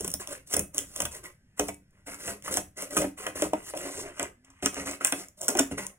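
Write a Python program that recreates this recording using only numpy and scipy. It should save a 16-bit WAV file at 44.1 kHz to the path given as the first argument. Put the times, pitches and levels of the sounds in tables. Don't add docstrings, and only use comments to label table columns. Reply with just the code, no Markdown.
import sys
import numpy as np
from scipy import signal
from scipy.fft import rfft, irfft, next_fast_len
from scipy.io import wavfile
from scipy.ndimage import uniform_filter1d, map_coordinates

SR = 44100
rng = np.random.default_rng(int(sys.argv[2]) if len(sys.argv) > 2 else 0)


def materialize(psi):
    bounded = np.clip(np.atleast_2d(psi).T, -1, 1)
    quanta = np.round(bounded * 32767).astype(np.int16)
    wavfile.write(sys.argv[1], SR, quanta)


N = 263894

# freq_hz, level_db
AIR_SPECTRUM = [(25, -6.5), (60, 1), (130, -0.5), (200, -3), (300, -13.5), (600, -23), (1200, -29),
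                (1700, -17), (4000, -34.5), (5400, -29), (11000, -33.5), (16000, -46.5)]
# freq_hz, level_db
RUMBLE_SPECTRUM = [(20, -4), (32, -9), (45, 0), (72, -3), (120, -4), (200, -13.5), (400, -45), (2000, -95)]
# time_s, level_db
SWAY_LEVEL = [(0, -63.5), (1.1, -62), (1.4, -68.5), (1.9, -65), (2.2, -63), (3.6, -64), (4.1, -59.5),
              (4.45, -79), (4.85, -62), (5.1, -97), (5.5, -103), (5.72, -62), (5.98, -80)]
# time_s, pitch_hz, level_db
GLIDE = [(4.32, 245, -95), (4.37, 242, -64), (4.42, 248, -63), (4.46, 262, -69), (4.5, 275, -61),
         (4.56, 268, -69), (4.62, 268, -95)]
# freq_hz, t60_s
ROOM_T60 = [(150, 0.43), (400, 0.1), (1000, 0.14), (3000, 0.062), (7500, 0.2), (15000, 0.23)]
# freq_hz, coherence (0-1)
PORT_LIKENESS = [(60, .99), (300, .98), (600, .91), (1200, .8), (2200, .68), (4400, .9), (8500, .9),
                 (13000, .9)]
# freq_hz, lag_s
PORT_LAG = [(200, .00009), (700, .00017), (1500, .00013), (4400, .000116), (13000, .000114)]

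# pitch_hz, level_db, t60_s (before the ring factor)
SHEET_MODES = [(76, -6, 0.27), (195.5, -5, 0.3), (284, 5.5, 0.26), (360.5, -0.5, 0.21), (413.4, -0.5, 0.21),
               (508, -9.5, 0.15), (540.6, -4, 0.14), (606.5, 3.5, 0.09), (691, 3, 0.11), (749, -11, 0.24),
               (917, -7, 0.17), (1051, -1, 0.1), (1244, -3.5, 0.1), (1515, 1, 0.087), (1970, 1, 0.095),
               (2545, 0, 0.18)]
# freq_hz, t60_s
FINE_MODE_T60 = [(100, 0.19), (300, 0.19), (800, 0.081), (3000, 0.043)]
# low_hz, high_hz
MODE_FAMILIES = [(45, 240), (240, 470), (470, 1000), (1000, 3000)]
FINE_GAIN_DB = [-1, -15, -8, 3.5]
# time_s, pitch_hz
GRIP_PITCH = [(0.1, 282), (1.0, 295), (1.6, 290), (3.0, 302), (3.5, 312), (4.2, 278.3), (4.48, 269),
              (4.66, 279.4), (5.6, 276.3)]
# start_s, level_db, thump_db, boom_db, clack_db (all three re body), ring_factor
KNOCKS = [(0.006,-35,6.5,-2,-9,.8), (0.047,-36.5,1,-5,0.5,0.5), (0.076,-36,-5,2.5,-2,0.34),
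          (0.139,-38,8,-1,-1,0.69), (0.538,-32,0,5,7.5,0.57), (0.565,-24,-3.5,1,-3.5,0.89),
          (0.594,-30.5,5,4,1.5,0.76), (1.002,-24,-6.5,-7,-1.5,0.67), (1.02,-28,3,-6.5,-1,0.99),
          (1.052,-30.5,-13.5,-14,4,1.3), (1.595,-16,-10.5,-1,-4,0.88), (1.686,-27,-6,-1.5,-3.5,0.93),
          (2.081,-31,-8,-26,-6,0.91), (2.278,-25.5,-3,-7.5,-2.5,1.45), (2.479,-28,-4.5,-10,-3.5,0.76),
          (2.572,-20,-7.5,-10,-3,0.98), (2.967,-20.5,-1.5,5,3.5,1.24), (3.02,-21,-12,-8,-11,1.2),
          (3.042,-23,-7,-1,-5.5,0.65), (3.265,-22.5,-14.5,-8,1.5,1.2), (3.422,-24,-6,11,1,0.7),
          (3.445,-24,-7,-6,-15,0.52), (3.533,-19.5,-13,2.5,-10,0.44), (3.737,-23,-22.5,-9.5,-10.5,1),
          (3.853,-29,-15,1.5,-3.5,.95), (4.195,-24.5,-9,0,3.5,0.92), (4.481,-58,4.5,2,4.5,1.2),
          (4.626,-23,-2,1,-4,1.1), (4.659,-27.5,-6,9.5,11,0.6), (4.766,-26.5,-3,1,-3.5,2.4),
          (4.871,-28.5,-10,2,2,2.3), (5.009,-31,-21,1.5,2.5,0.78), (5.048,-25.5,-29,-12,7,.55),
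          (5.124,-22,-15.5,-5,3.5,0.97), (5.415,-34,-25,-8,-20,1.3), (5.485,-20.5,-20,0,-6,1.14),
          (5.552,-23,-14,5,-4,1.6), (5.569,-24.5,-11,2,-9,.8), (5.594,-16,-16,1,-3,0.78),
          (5.713,-30,6,9,-10,0.73), (5.78,-30,-2.5,-16,4,0.85)]
# start_s, pitch_hz (at onset), level_db, t60_s
POPS = [(0.006, 425, -25.5, 0.041), (0.047, 402, -22, 0.034), (0.044, 1070, -36, 0.046),
        (0.078, 183, -31, 0.11), (0.14, 640, -37.5, 0.064), (0.566, 539, -23, 0.063),
        (1.002, 1010, -27, 0.042), (1.256, 2010, -37, 0.065), (1.596, 615, -21.5, .08),
        (1.597, 441, -27.5, 0.17), (1.686, 686, -31, 0.053), (1.687, 2320, -36, .08),
        (2.479, 1200, -19.5, 0.017), (2.57, 890, -27.5, 0.034), (2.969, 1280, -21.5, 0.052),
        (3.02, 584, -19.5, 0.076), (3.043, 608, -21.5, 0.072), (3.045, 296, -23, 0.16),
        (3.266, 1250, -27.5, .03), (3.422, 601, -18.5, 0.094), (3.445, 1050, -28, .03),
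        (3.533, 644, -15.5, 0.05), (3.534, 962, -22.5, 0.074), (3.739, 617, -29.5, 0.056),
        (3.995, 1010, -38, 0.028), (4.016, 392, -34, 0.058), (4.229, 980, -31, .06),
        (4.626, 400, -27.5, 0.084), (4.659, 1470, -27, .04), (4.66, 615, -31, .09),
        (5.009, 1363, -25, 0.037), (5.4815, 1476, -20.5, 0.032), (5.552, 767, -19, 0.037),
        (5.554, 361, -22, 0.12), (5.588, 1490, -15.5, 0.03), (5.592, 685, -14.5, .045),
        (5.603, 279, -18, 0.16), (5.492, 285, -23.5, 0.17), (5.126, 292, -29.5, 0.094)]

# start_s, level_db, decay_s (60 dB, floored at 2 ms), woody_db (middle of the crack)
SNAPS = [(0.004, -25, 0.023, -5), (0.045, -21, 0.02, -5), (0.0768, -20.5, 0.018, -4),
         (0.102, -27, .007, -9), (0.115, -24, 0.0091, -20), (0.1387, -9, 0.0047, -9.5),
         (0.2726, -24.5, 0.0077, 3), (0.528, -21, 0.0077, 4), (0.5367, -15.5, 0.022, 2),
         (0.5414, -16.5, .022, 1), (0.5654, -12.5, 0.015, -8), (0.5924, -15.5, 0.021, -13),
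         (0.7445, -24.5, 0.01, -2), (0.7805, -5.5, .0012, -5.5), (0.788, -12.5, 0.0028, 1),
         (0.961, -24.5, 0.017, -2), (1.0022, -15, .018, 2.5), (1.018, -18, 0.018, -9),
         (1.052, -20.5, 0.028, 4), (1.5926, -21, 0.0071, 2), (1.5948, -14, .013, 3),
         (1.683, -26.5, 0.026, 5), (1.691, -28.5, .015, -12), (1.743, -39.5, 0.0099, -4),
         (1.9068, -61.5, .011, -6.5), (2.143, -32.5, 0.0099, 1), (2.4224, -36.5, 0.0078, 12),
         (2.479, -29, .0059, 9), (2.54, -15.5, 0.0092, 3), (2.5698, -14, 0.012, 1),
         (2.577, -25.5, 0.045, 1), (2.822, -22, 0.0042, -7), (2.907, -31, 0.0078, 2),
         (2.9667, -16, 0.011, -2), (2.9705, -13.5, 0.01, 5), (2.975, -17, .023, 5), (3.0173, -20, 0.011, 0),
         (3.1785, -34, .005, -9), (3.266, -23, 0.0095, 12), (3.4207, -14, 0.0073, 7),
         (3.533, -27.5, .012, 9), (3.7378, -47, .008, 0), (3.773, -23.5, 0.01, 8),
         (4.1949, -14.5, 0.0078, -5), (4.228, -15.5, 0.0082, -2), (4.446, -50, 0.042, 6),
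         (4.501, -47, 0.035, 0.5), (4.6237, -27.5, 0.015, 2.5), (4.632, -25, 0.0054, -2),
         (4.6588, -5, 0.0059, -3), (4.743, -22, 0.0037, -3), (4.82, -36, 0.0037, -1),
         (5.0472, 0.5, 0.0035, -0.5), (5.07, -14, 0.011, -6), (5.1224, -8, 0.0024, 9),
         (5.2842, -32.5, 0.0039, -12), (5.411, -25.5, 0.0087, -5), (5.4148, -18, .0024, -9),
         (5.43, -20, 0.0045, -10), (5.445, -26, 0.0036, -15), (5.459, -29, .003, -10),
         (5.4816, -7, 0.01, -8), (5.4865, -14, .018, -19), (5.501, -26, 0.035, -5),
         (5.551, -20, 0.0059, -3), (5.571, -19, 0.016, -12), (5.588, -15.5, 0.013, 12),
         (5.5915, -7, 0.021, 4.5), (5.866, -18, 0.0043, -5)]
# freq_hz, level_db
CRACK_SPECTRUM = [(150, -20.5), (700, -8.5), (1300, -13.5), (2200, -13), (3300, 1), (4400, -23.5),
                  (5500, 2.5), (6700, 2), (9500, 1), (11000, 0.5), (13500, -10.5), (16000, -2)]
# time_s, pitch_hz
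STRIP_PITCH = [(0.14, 9700), (0.59, 9300), (0.78, 8100), (1.0, 9100), (2.55, 7800), (2.97, 8500),
               (4.66, 7320), (5.05, 8820), (5.48, 7200), (5.59, 6570)]
# time_s, ticks_per_s
TICK_RATE = [(0, 70), (1.0, 55), (1.3, 10), (2.2, 20), (2.5, 55), (3.4, 40), (3.7, 4), (4.4, 4), (4.8, 25),
             (5.4, 70), (5.9, 15)]
# start_s, length_s, level_db (hiss at the end of the push),
# swell_db (rise on the way), rasp_db, drum_db (both re hiss)
STROKES = [(0.003, 0.11, -45.5, -4.5, -8, -6.5), (0.202, 0.022, -41, -2.5, -1.5, -4.5),
           (0.275, 0.052, -37.5, 10, -1.5, -3), (0.474, 0.0073, -48.5, -2, -14, -12),
           (0.502, 0.03, -31.5, 11, -9, -8.5), (0.54, 0.048, -44, -1, 0, 7.5),
           (0.742, 0.043, -35, 12, -5, -3.5), (0.851, 0.1, -46.5, 11, -12, -7),
           (0.96, 0.085, -40, -1, -8, -6.5), (1.117, 0.036, -39.5, 5, -6.5, -7.5),
           (1.24, 0.013, -43, 1, -2, -5.5), (1.578, 0.02, -42.5, 5, -1.5, -12),
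           (1.6, 0.091, -46.5, -4.5, -12, 1), (1.93, 0.07, -73, 3.5, 6, 3.5),
           (2.07, 0.072, -42, 1.5, -2, -6), (2.188, 0.11, -32.5, 14.5, -4.5, -5),
           (2.443, 0.044, -38.5, 3.5, -0.5, -9.5), (2.511, 0.055, -32.5, 0, -7, -4),
           (2.773, .06, -35.5, 5.5, -4, -3.5), (2.906, 0.09, -29.5, 15, -5.5, -1),
           (2.979, 0.053, -35, -7.5, -4.5, -4.5), (3.18, 0.1, -41, 3.5, 0, -0.5),
           (3.357, 0.085, -35, 3.5, -3.5, 0.5), (3.527, 0.088, -53, 0, 2.5, 6.5),
           (3.624, 0.072, -39, 11.5, -5.5, -11.5), (3.752, 0.14, -38, 4, -3, -2.5),
           (3.9, .11, -35, 5, -8.5, -5.5), (4.038, 0.057, -49, -4, 2.5, 4),
           (4.14, 0.042, -44.5, 12, -1.5, -5), (4.196, 0.025, -38.5, 12.5, 3, 4.5),
           (4.446, 0.2, -67, 2.5, 7.5, -6), (4.632, 0.03, -33.5, 2, -4.5, -7.5),
           (4.729, 0.076, -35.5, 10.5, -3, 1.5), (4.86, 0.058, -35, -1.5, -3.5, -3),
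           (5.01, 0.074, -39, 4.5, 3, -5.5), (5.131, 0.079, -39, 3.5, -6, -4),
           (5.38, 0.011, -50.5, 1, -10, -6.5), (5.412, 0.028, -36.5, 5.5, -11, -1.5),
           (5.488, 0.025, -35, -2, -7, -1), (5.568, 0.044, -35, 1, -2.5, -2.5),
           (5.715, 0.024, -47.5, -7.5, -0.5, -2.5), (5.781, 0.073, -45.5, -11.5, -1.5, -4),
           (5.902, 0.02, -65.5, -6, 2.5, 9)]
# freq_hz, level_db
FIBRE_SPECTRUM = [(2000, -26), (3000, -12), (3700, -9), (4600, -8), (5400, -4), (6600, -1.2), (7600, -.3),
                  (9000, -.5), (10200, -.3), (11400, -2), (12600, -9), (14000, -10), (15700, -10.5)]
# freq_hz, level_db
RASP_SPECTRUM = [(500, -24), (950, 0), (1250, -0.5), (1520, 1), (1740, -1), (2020, 6.5), (2400, -1.5),
                 (2750, 3.5), (3600, -14), (5500, -38), (9000, -21.5)]
# freq_hz, level_db
DRUM_SPECTRUM = [(30, -24.5), (70, -0.5), (130, -2.5), (200, 2.5), (235, -9.5), (280, 1), (370, 3),
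                 (490, 1.5), (620, 0.5), (850, -11), (1300, -7.5), (2500, -33)]
# time_s, gain_db
TREBLE_GAIN = [(0.2, 1), (3.7, 1), (4.1, -5), (4.65, -6), (5.1, -0.5), (5.5, -1)]

ATTACK_DB_PER_S = 1797.5
HISS_FALL_DB_PER_S, RASP_FALL_DB_PER_S, DRUM_FALL_DB_PER_S = 288, 283.5, 236
TEARS_PER_S, TEAR_HZ, TEAR_RANGE_OCTAVES, TEAR_CYCLES = 900, 1690, 1.18, 7
TICK_DB, TICK_SPREAD_DB, TICK_S = 8, 2, .003
BREAKS_PER_S, MAIN_BREAK_S = 14000, .0014
STRIP_DB, STRIP_WIDTH_HZ, WOODY_BELOW_HZ = 3.5, 800, 4300
BOOM_MODE = 2
HELD_RING = .35
POP_SAG, POP_SETTLE_S = .06, 0.011
POP_SWELL_CYCLES, SHEET_SWELL_CYCLES = 0.68, 0.88
TREBLE_EDGE_HZ, TOP_HZ = 9000, 15800
CEILING = .72
LN_60_DB = np.log(1000)
TIME_S = np.arange(N) / SR


def amp(db):
    return 10 ** (np.asarray(db) / 20)


def unit(x):
    return x / np.sqrt(np.mean(x ** 2) + 1e-20)


def along(points, hz):
    f, v = np.transpose(points)
    return np.interp(np.log(hz + 1), np.log(f + 1), v)


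def over_time(points):
    return np.interp(TIME_S, *np.transpose(points))


def wobble(knots_per_s):
    knots = rng.standard_normal(int(N * knots_per_s / SR) + 4)
    return map_coordinates(knots, [np.arange(N) * knots_per_s / SR])


def filtered(x, response):
    n = x.shape[-1]
    m = next_fast_len(n + 8192)
    return irfft(rfft(x, m) * response(np.fft.rfftfreq(m, 1 / SR)), m)[..., :n]


def coloured(x, spectrum, size=4096):
    gain = amp(along(spectrum, np.fft.rfftfreq(size, 1 / SR)))
    cepstrum = irfft(np.log(gain))
    cepstrum[1:size // 2] *= 2
    cepstrum[size // 2 + 1:] = 0
    kernel = irfft(np.exp(rfft(cepstrum)))
    return signal.fftconvolve(x, kernel / np.linalg.norm(kernel))[:len(x)]


def patchy(x, patchy_db, size):
    z = signal.stft(x, nperseg=size)[2]
    field = uniform_filter1d(rng.standard_normal(z.shape), size=2, axis=0)
    field = uniform_filter1d(field, size=9, axis=1)
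    return unit(signal.istft(z * amp(patchy_db * unit(field)), nperseg=size)[1][:N])


def dying(t60, size=256):
    hz, t, z = signal.stft(rng.standard_normal(SR // 2), SR, nperseg=size)
    decay = amp(-60 * t / along(t60, hz)[:, None])
    return signal.istft(z * decay, SR, nperseg=size)[1][:SR // 2]


def add(track, start_s, sound):
    part = track[max(round(start_s * SR), 0):][:len(sound)]
    part += sound[:len(part)]


def in_room(x, wet_db):
    tail = np.pad(dying(ROOM_T60), (round(0.0037 * SR), 0))
    response = amp(wet_db) * tail / np.linalg.norm(tail)
    response[0] = 1
    return signal.fftconvolve(x, response)


def room_air():
    noise = coloured(rng.standard_normal(N), AIR_SPECTRUM)
    return amp(-65.0 + 1.2 * wobble(7)) * patchy(noise, patchy_db=3.0, size=1024)


def sway():
    level_db = over_time(SWAY_LEVEL) + 1.2 * wobble(11)
    return amp(level_db) * unit(coloured(rng.standard_normal(N), RUMBLE_SPECTRUM))


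def glide():
    time_s, pitch_hz, level_db = np.transpose(GLIDE)
    pitch = np.interp(TIME_S, time_s, pitch_hz) * (1 + .015 * wobble(60))
    gate = (TIME_S > time_s[0]) * (TIME_S < time_s[-1])
    gain = amp(np.interp(TIME_S, time_s, level_db)) * gate
    return gain * np.sin(2 * np.pi * np.cumsum(pitch) / SR)


def knocks():
    track, t = np.zeros(N), np.arange(SR // 2) / SR
    hz, level_db, t60_s = np.transpose(SHEET_MODES)
    for start_s, knock_db, thump_db, boom_db, clack_db, ring_factor in KNOCKS:
        flex, strength = rng.standard_normal((2, len(hz)))
        pitch = hz * (1 + .016 * flex)
        pitch[BOOM_MODE] = np.interp(start_s, *np.transpose(GRIP_PITCH))
        fade = np.exp(-LN_60_DB * t / (t60_s[:, None] * np.clip(ring_factor, .3, 2)))
        gain = amp(level_db + 2 * strength)[:, None]
        swings = gain * np.sin(2 * np.pi * pitch[:, None] * t) * fade
        thud, blow = dying(FINE_MODE_T60), np.zeros(len(t))
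        families_db = [thump_db, boom_db, 0, clack_db]
        for k, ((low_hz, high_hz), family_db) in enumerate(zip(MODE_FAMILIES, families_db)):
            ring = unit(swings[(hz >= low_hz) & (hz < high_hz)].sum(0))
            band = signal.butter(3, [low_hz, high_hz], "band", fs=SR, output="sos")
            fine = unit(signal.sosfilt(band, thud))
            swell = 1 - np.exp(-t * np.sqrt(low_hz * high_hz) / SHEET_SWELL_CYCLES)
            family = swell * ((-1) ** k * ring + amp(FINE_GAIN_DB[k]) * fine)
            blow += amp(family_db) * family / np.linalg.norm(family)
        add(track, start_s, amp(knock_db + 16.5) * in_room(blow, wet_db=-10.0))
    return track


def pops():
    track, t = np.zeros(N), np.arange(SR // 5) / SR
    sunk_s = POP_SAG * (t - POP_SETTLE_S * (1 - np.exp(-t / POP_SETTLE_S)))
    for start_s, hz, level_db, t60_s in POPS:
        swell = 1 - np.exp(-t * hz / POP_SWELL_CYCLES)
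        note = swell * np.exp(-LN_60_DB * t / t60_s) * np.sin(2 * np.pi * hz * (t - sunk_s))
        add(track, start_s, amp(level_db) * in_room(note, wet_db=-12))
    return track


def small_snaps():
    rows = []
    for start_s, length_s, level_db, swell_db, *_ in STROKES:
        rate = np.interp(start_s, *np.transpose(TICK_RATE))
        draws = zip(rng.random(size=8), rng.random(size=8), rng.standard_normal(size=8))
        for chance, way, strength in draws:
            if chance < rate * length_s / 8:
                hiss_db = level_db - swell_db * (1 - way)
                tick_db = hiss_db + TICK_DB + TICK_SPREAD_DB * strength
                rows.append((start_s + way * length_s, tick_db, TICK_S, 0))
    return rows


def crack_spectrum(time_s, woody_db):
    hz = np.geomspace(100, SR / 2, 200)
    centre_hz = np.interp(time_s, *np.transpose(STRIP_PITCH))
    woody = woody_db / (1 + (hz / WOODY_BELOW_HZ) ** 6)
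    strip = STRIP_DB / (1 + ((hz - centre_hz) / STRIP_WIDTH_HZ) ** 2)
    return np.transpose([hz, along(CRACK_SPECTRUM, hz) + woody + strip])


def snaps():
    lead_s = .008
    track, t = np.zeros(N), np.arange(SR // 16) / SR - lead_s
    for start_s, level_db, decay_s, woody_db in SNAPS + small_snaps():
        decay_s = max(decay_s, .002)
        avalanche = np.exp(np.minimum(t / 0.0002, -LN_60_DB * t / decay_s))
        envelope = avalanche + amp(-19.5) * np.exp(-abs(t) / 0.002)
        breaks = envelope * rng.choice([-1, 1], len(t)) * (rng.random(len(t)) < BREAKS_PER_S / SR)
        burst = breaks / (np.linalg.norm(breaks) + 1e-9)
        burst[round(lead_s * SR)] = np.sqrt(MAIN_BREAK_S / decay_s)
        burst = burst * np.linalg.norm(envelope) / np.linalg.norm(burst)
        crack = coloured(burst, crack_spectrum(start_s, woody_db), size=1024)
        add(track, start_s + .0012 - lead_s, amp(level_db - 1.5) * in_room(crack, wet_db=-10.5))
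    return track


def grains(rate_per_s, spread_db, smooth):
    sizes = amp(spread_db * np.minimum(rng.exponential(size=N), 2.5))
    breaks = (rng.random(N) < rate_per_s / SR) * sizes * rng.choice([-1, 1], N)
    return unit(unit(breaks) + smooth * rng.standard_normal(N))


def tears():
    count = int(TEARS_PER_S * N / SR)
    when, pitch, size = rng.random((count, 3)).T
    hz = TEAR_HZ * 2 ** (TEAR_RANGE_OCTAVES * (2 * pitch[:, None] - 1))
    cycles = hz * np.arange(SR // 150) / SR
    gain = amp(8 * size[:, None]) * np.sqrt(hz)
    twangs = gain * np.sin(2 * np.pi * cycles) * amp(-60 * cycles / TEAR_CYCLES)
    at = (when[:, None] * N).astype(int) + np.arange(cycles.shape[1])
    return unit(np.bincount(at.ravel(), twangs.ravel(), N)[:N])


def stroke_level(against_db, fall_db_per_s):
    power = np.zeros(N)
    for (start_s, length_s, end_db, swell_db, *_), colour_db in zip(STROKES, against_db):
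        end_s = start_s + length_s
        attack = ATTACK_DB_PER_S * np.maximum(start_s - TIME_S, 0)
        push = swell_db * np.clip((end_s - TIME_S) / max(length_s, .005), 0, 1)
        release = fall_db_per_s * np.maximum(TIME_S - end_s, 0)
        level = end_db + colour_db - attack - push - release
        heard = level > -110
        power[heard] = np.maximum(power[heard], amp(level[heard]) ** 2)
    return np.sqrt(power)


def through_sheet(x):
    def response(f):
        total = 0
        for hz, level_db, t60_s in SHEET_MODES:
            width_hz = LN_60_DB / np.pi / (t60_s * HELD_RING)
            resonance = 1j * f * np.sqrt(width_hz * hz) / (hz * hz - f * f + 1j * f * width_hz)
            total = total + amp(level_db) * resonance
        return total
    return filtered(x, response)


def strokes():
    *_, rasp_db, drum_db = np.transpose(STROKES)
    slip = wobble(130)
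    rips = grains(rate_per_s=130, spread_db=2, smooth=0)
    tearing = unit(grains(rate_per_s=1100, spread_db=-1.5, smooth=1.0) * amp(1.2 * slip)) + 0.32 * rips
    scraping = unit(tears() * amp(1.0 * slip)) + 0.5 * rng.standard_normal(N) + .25 * rips
    tugging = grains(rate_per_s=310, spread_db=2.5, smooth=0.81) * amp(0.52 * slip)
    hiss = patchy(coloured(tearing, FIBRE_SPECTRUM), patchy_db=2.2, size=256)
    hiss = hiss * stroke_level(np.zeros(len(STROKES)), HISS_FALL_DB_PER_S)
    rasp = patchy(coloured(scraping, RASP_SPECTRUM), patchy_db=3, size=512)
    rasp = rasp * stroke_level(rasp_db, RASP_FALL_DB_PER_S)
    drum = patchy(coloured(tugging, DRUM_SPECTRUM), patchy_db=4.5, size=1024)
    drum = drum * stroke_level(drum_db, DRUM_FALL_DB_PER_S)
    ringing = unit(through_sheet(drum)) * np.std(drum)
    return amp(-2.0) * hiss + amp(-2.5) * rasp + amp(-10.5) * drum + amp(-5.5) * ringing


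def treble_shift(x):
    treble = filtered(x, lambda hz: 1 - 1 / (1 + (hz / TREBLE_EDGE_HZ) ** 24))
    return x + treble * (amp(over_time(TREBLE_GAIN)) - 1)


def ports(x):
    walls = dying([(1000, .22)])
    scattered = signal.fftconvolve(x, walls / np.linalg.norm(walls))[:N]

    def turn(hz):
        return np.arccos(np.clip(along(PORT_LIKENESS, hz), -1, 1)) / 2

    def delay(hz):
        return np.exp(1j * np.pi * hz * along(PORT_LAG, hz) * np.array([[-1], [1]]))

    shared = filtered(x, lambda hz: np.cos(turn(hz)))
    apart = filtered(scattered, lambda hz: np.sin(turn(hz)))
    return filtered(np.array([shared + apart, shared - apart]), delay)


def scene():
    background = room_air() + sway() + glide()
    cutting = treble_shift(knocks() + pops() + snaps() + strokes())
    balance_db = [[-.15], [.15]]
    return ports(background + cutting) * amp(balance_db)


def record(dry):
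    rounded = dry / (1 + abs(dry / CEILING) ** 6) ** (1 / 6)
    return filtered(rounded, lambda hz: 1 / (1 + (hz / TOP_HZ) ** 120))


dry = scene()
out = record(dry)
materialize(out)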